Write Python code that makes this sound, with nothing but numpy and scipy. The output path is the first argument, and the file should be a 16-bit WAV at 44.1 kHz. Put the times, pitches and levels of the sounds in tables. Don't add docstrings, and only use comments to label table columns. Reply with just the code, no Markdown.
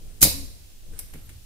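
import sys
import numpy as np
from scipy import signal
from scipy.fft import rfft, irfft, next_fast_len
from scipy.io import wavfile
from scipy.ndimage import map_coordinates

SR = 44100
rng = np.random.default_rng(int(sys.argv[2]) if len(sys.argv) > 2 else 0)


def wav_out(sig):
    wavfile.write(sys.argv[1], SR, np.round(np.clip(np.atleast_2d(sig).T, -1, 1) * 32767).astype(np.int16))


N = 63945
TIME = np.arange(N) / SR


def amp(db):
    return 10 ** (np.asarray(db) / 20)


def unit_rms(x):
    return x / np.sqrt(np.mean(x ** 2) + 1e-20)


def curve_at(points, hz):
    freqs, values = np.transpose(points)
    return np.interp(np.log(hz + 1), np.log(freqs + 1), values)


def since(start):
    return np.maximum(TIME - start, 0)


def filtered(x, response):
    size = next_fast_len(N + SR // 2)
    return irfft(rfft(x, size) * response(np.fft.rfftfreq(size, 1 / SR)), size)[..., :N]


def noise(spectrum, tilt_db=0):
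    colour = lambda hz: amp(curve_at(spectrum, hz) + tilt_db * np.log2((hz + 50) / 1000))
    return unit_rms(filtered(rng.standard_normal((2, N)), colour))


def wobble(per_s):
    return np.array([map_coordinates(rng.standard_normal(2000), [TIME * per_s]) for _ in range(2)])


def sine(hz):
    return np.sin(2 * np.pi * np.cumsum(hz, axis=-1) / SR)


def pan(left_db):
    return amp([[left_db / 2], [-left_db / 2]])


def burst(start, t60, rise_s):
    t = since(start)
    return (1 - np.exp(-t / rise_s)) * amp(-60 * t / t60)


def ring(modes, start, scatter_db, tilt_db=0, rise_s=.00089):
    out = 0
    for hz, db, t60 in modes:
        gain = amp(db + tilt_db * np.log2(hz / 300) + scatter_db * rng.normal())
        out += gain * burst(start, t60, rise_s) * np.sin(2 * np.pi * hz * since(start))
    return out


# frequency in Hz, relative noise density in dB.
RUMBLE_COLOUR = [(8.2, -46), (14, 15), (34, -1), (98, -8.5), (140, -16), (236, -21.5), (305, -22),
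                 (373, -23.5), (590, -29.5), (800, -37.5), (1040, -59), (1760, -120)]
# time in seconds, level in dB, left-right likeness from 0 to 1.
RUMBLE_SWELLS = [(0, -37, 0.84), (.2, -40.5, 0.4), (.42, -35, 0.53), (.6, -44, 0.3), (.8, -46, 0),
                 (0.92, -37.5, 0.7), (1.082, -43, 0.6), (1.17, -40.5, 1), (1.45, -48, 0)]
def rumble():
    times, db, likeness = np.transpose(RUMBLE_SWELLS)
    width = np.arccos(np.interp(TIME, times, likeness)) / 2
    mid, side = noise(RUMBLE_COLOUR) * [np.cos(width), np.sin(width)]
    return amp(np.interp(TIME, times, db)) * np.array([mid + side, mid - side])


# time in seconds, level in dB.
RUSTLE_LEVELS = [(0, -67), (.18, -62), (.5, -72), (.88, -95), (.93, -56.5), (1.1, -62), (1.28, -60),
                 (1.36, -70.5), (1.45, -71)]
# frequency in Hz, relative noise density in dB.
HAND_COLOUR = [(300, -57), (700, -4.5), (1600, -0.5), (3000, -7), (6000, -12), (9500, 4), (13000, -21.5)]
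def rustle():
    level_db = np.interp(TIME, *np.transpose(RUSTLE_LEVELS)) + 2.7 * wobble(27.1)
    return amp(level_db) * noise(HAND_COLOUR)


# frequency in Hz, relative noise density in dB.
HISS_COLOUR = [(290, -37), (500, -21), (747, -8), (1070, -12.5), (2290, -9.5), (2640, -4.5), (2880, -5),
               (3140, -5.5), (6080, -5.5), (15400, -8)]
def hiss():
    return amp(-55 + .78 * wobble(9.8)) * noise(HISS_COLOUR)


# time in seconds, level in dB.
DRONE_LEVELS = [(0, -61.5), (.6, -57), (0.849, -64), (1.1, -57), (1.351, -48.5), (1.45, -59)]
def drone(centre_hz=74, half_width_hz=40):
    band = lambda hz: 1 / (1 + ((hz - centre_hz) / half_width_hz) ** 2)
    level_db = np.interp(TIME, *np.transpose(DRONE_LEVELS))
    return amp(level_db) * unit_rms(filtered(rng.standard_normal(N), band))


# start in seconds, level in dB, t60 in seconds,
# pan to the left in dB, brightness in dB per octave.
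PLUNGER_HITS = [(.2082, -29, .3, 3, 0), (.2157, -14, .1, -4, 1), (.2173, -8, .014, -6, 2),
                (.2222, -13, .12, 0, 1), (.2264, 2, .03, -2, 1), (.2296, 3, .016, 2, 2),
                (.2345, -8, .04, 3, 1.5), (.2390, -8, .045, 5, 1), (.2490, -15, .04, -4, 0)]
# frequency in Hz, relative noise density in dB.
SNAP_COLOUR = [(410, -43), (700, -14), (1250, -13.5), (1780, -14), (2130, -7), (3270, -11.5), (3820, -6.5),
               (8190, -1), (11900, 1), (15400, -6.5)]
def plunger():
    grain = amp(2.5 * wobble(per_s=900))
    out = 0
    for start, db, t60, left_db, tilt_db in PLUNGER_HITS:
        rattle = unit_rms(noise(SNAP_COLOUR, tilt_db) * grain)
        out += amp(db) * pan(left_db) * burst(start, t60, rise_s=.0007) * rattle
    return out


# centre in Hz, width in Hz, relative level in dB.
BARREL_MODES = [(2140, 150, -29), (2570, 130, 3.5), (3853, 220, 5.5), (4860, 48, 5), (4880, 46, -6),
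                (5470, 150, 5.5), (7300, 80, 10.5), (8630, 150, -19), (10400, 220, -8), (11830, 130, -13),
                (13000, 310, -4)]
def barrel():
    def resonances(hz):
        return sum(amp(db) / (1 + (2 * (hz - centre) / width) ** 2) for centre, width, db in BARREL_MODES)
    ringing = unit_rms(filtered(rng.standard_normal((2, N)), resonances))
    flutter = amp(6.3 * wobble(294))
    slam_s = PLUNGER_HITS[4][0]
    return amp(-32.5) * burst(slam_s, t60=.32, rise_s=.0023) * ringing * flutter


# start in seconds, level in dB, brightness in dB per octave.
BENCH_JOLTS = [(0.2161, -33.5, -13.5), (.2280, -12.5, -1), (.2520, -19, 9), (.2620, -19.5, -0.5),
               (.2720, -25, 9), (0.929, -50, -8.5), (0.999, -53.5, 11), (1.147, -45, -14),
               (1.158, -48, -19), (1.303, -46, 1)]
# pitch in Hz, relative level in dB, t60 in seconds.
BENCH_MODES = [(145, -11, .12), (218, -3, .05), (272, -4, .05), (322, -4, .04), (420, -16, .04),
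               (490, -11, .05), (544, -15, .08), (645, -14, .04)]
def bench(lowest_mode_hz=75.5):
    thumps = sum(amp(db) * ring(BENCH_MODES, start, scatter_db=2.5, tilt_db=tilt_db)
                 for start, db, tilt_db in BENCH_JOLTS)
    recoil_s = BENCH_JOLTS[1][0]
    shudder = sine(lowest_mode_hz + 4 * wobble(19.4)) * burst(recoil_s, t60=.5, rise_s=.057)
    return thumps + amp(-19.5) * shudder


# frequency in Hz, t60 in seconds.
ROOM_DECAY = [(100, 1), (300, 0.12), (1000, 0.42), (3000, 0.3), (6000, 0.35), (11000, 0.28), (15500, 0.2)]
# frequency in Hz, relative level in dB.
ROOM_TONE = [(100, -8.5), (400, 6.5), (1200, -1.5), (2500, 2.5), (3300, 3), (4800, 6.5), (6500, -3),
             (9000, -1.5), (15500, 2)]
def room(x, predelay_s=.004, late_db=-16.5, late_stretch=2.86):
    hz, t, bands = signal.stft(rng.standard_normal((2, SR)), SR, nperseg=256)
    fall_db = -60 * t / curve_at(ROOM_DECAY, hz)[:, None]
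    decay = amp(fall_db) + amp(late_db + fall_db / late_stretch)
    colour = amp(curve_at(ROOM_TONE, hz))[:, None]
    tail = signal.istft(bands * colour * decay, SR, nperseg=256)[1]
    tail = np.pad(tail / np.linalg.norm(tail[0]), ((0, 0), (int(predelay_s * SR), 0)))
    return signal.fftconvolve(x, tail, axes=1)[:, :N]


def hand_recoil(centre_s=.240, width_s=.0055):
    u = (TIME - centre_s) / width_s
    return amp(-23) * pan(12.8) * (u * u - 1) * np.exp(-u * u / 2)


def spring_hum(hz=271, start_s=.325, damp_s=.445):
    waver, flicker = wobble(45.1)
    envelope = burst(start_s, t60=.8, rise_s=.015) * amp(-60 * since(damp_s) / .1)
    return amp(-39 + 2.5 * flicker) * envelope * sine(hz + 6 * waver)


# start in seconds, level in dB, t60 in seconds,
# brightness in dB per octave, level of the board's ring in dB.
BOARD_TAPS = [(.925, -54, 0.15, -4.5, -64), (0.932, -52, 0.075, -4, -51), (1.1362, -42.5, 0.06, 1, -58),
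              (1.150, -48, .08, -2, -60), (1.291, -45, 0.07, 3, -60)]
# frequency in Hz, relative noise density in dB.
TAP_COLOUR = [(60, -2), (200, -13), (500, -10), (1000, -15), (2300, -8.5), (4500, -23), (10000, -17),
              (15500, -24)]
# pitch in Hz, relative level in dB, t60 in seconds.
BOARD_MODES = [(458, 0, .06), (958, -12, .04), (1550, -5, .09), (1770, -10, .04), (2240, -12, .04)]
def taps(spread=.8):
    out = 0
    for start, db, t60, tilt_db, ring_db in BOARD_TAPS:
        mid, side = noise(TAP_COLOUR, tilt_db) * amp(2 * wobble(400))
        touch = np.array([mid + spread * side, mid - spread * side])
        out += amp(db) * burst(start, t60, rise_s=.0004) * touch
        out += amp(ring_db) * ring(BOARD_MODES, start, scatter_db=1.5)
    return out


# delay after the first hit in seconds, relative level in dB.
METAL_BOUNCES = [(0, 0), (.0008, -3), (.0018, -3), (.0032, -9), (.0046, -11)]
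# pitch in Hz, relative level in dB, t60 in seconds.
METAL_MODES = [(2500, -13, .007), (4300, -20, .006), (5600, -6, .008), (7500, -9, .006), (8500, -5, .005),
               (9730, -1, .005), (10600, -4, .004), (12700, -9, .04), (14300, -12, .008)]
# frequency in Hz, relative noise density in dB.
TICK_COLOUR = [(590, -40), (1000, -20), (2300, -14), (3500, -20), (6500, -16), (8700, -2), (10200, 0),
               (11500, -6), (13000, -4), (15400, -12)]
def metal_tick(start_s=.99, left_lag_s=.000214):
    pings = np.zeros((2, N))
    for channel, lag in enumerate((left_lag_s, 0)):
        for delay, db in METAL_BOUNCES:
            pings[channel] += amp(db) * ring(METAL_MODES, start_s + delay + lag, scatter_db=5, rise_s=1e-4)
    crack = amp(3) * burst(start_s, t60=.044, rise_s=.00016)
    fizz = amp(-17) * burst(start_s, t60=.15, rise_s=.0035)
    return amp(-29) * (pings + (crack + fizz) * noise(TICK_COLOUR))


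# time in seconds, pitch in Hz.
WHISTLE_GLIDE = [(1.04, 12150), (1.075, 11900), (1.105, 11520), (1.14, 11430), (1.175, 12050),
                 (1.215, 12750), (1.24, 12500), (1.285, 11300)]
def whistle(fade_s=.022, waver_hz=50, airy_share=.6):
    times, hz = np.transpose(WHISTLE_GLIDE)
    fade = np.clip(np.minimum(TIME - times[0], times[-1] - TIME) / fade_s, 0, 1)
    waver, flicker = wobble(350)
    tone = sine(np.interp(TIME, times, hz) + waver_hz * waver)
    airiness = 1 - airy_share + airy_share * flicker
    return amp(-55.5) * pan(-8) * fade * airiness * tone


def scene():
    impacts = plunger() + barrel() + bench() + hand_recoil() + metal_tick() + taps()
    reverb = amp(-6.5) * room(impacts)
    return impacts + reverb + spring_hum() + whistle() + drone() + rumble() + rustle() + hiss()


def record(dry):
    hardness, cutoff_hz, slope_width_hz = 17, 15650, 300
    clipped = dry / (1 + np.abs(dry) ** hardness) ** (1 / hardness)
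    lowpass = lambda hz: np.sin(np.pi / 2 * np.clip((cutoff_hz - hz) / slope_width_hz + .5, 0, 1)) ** 2
    return np.clip(filtered(clipped, lowpass), -1, 1)


dry = scene()
out = record(dry)
wav_out(out)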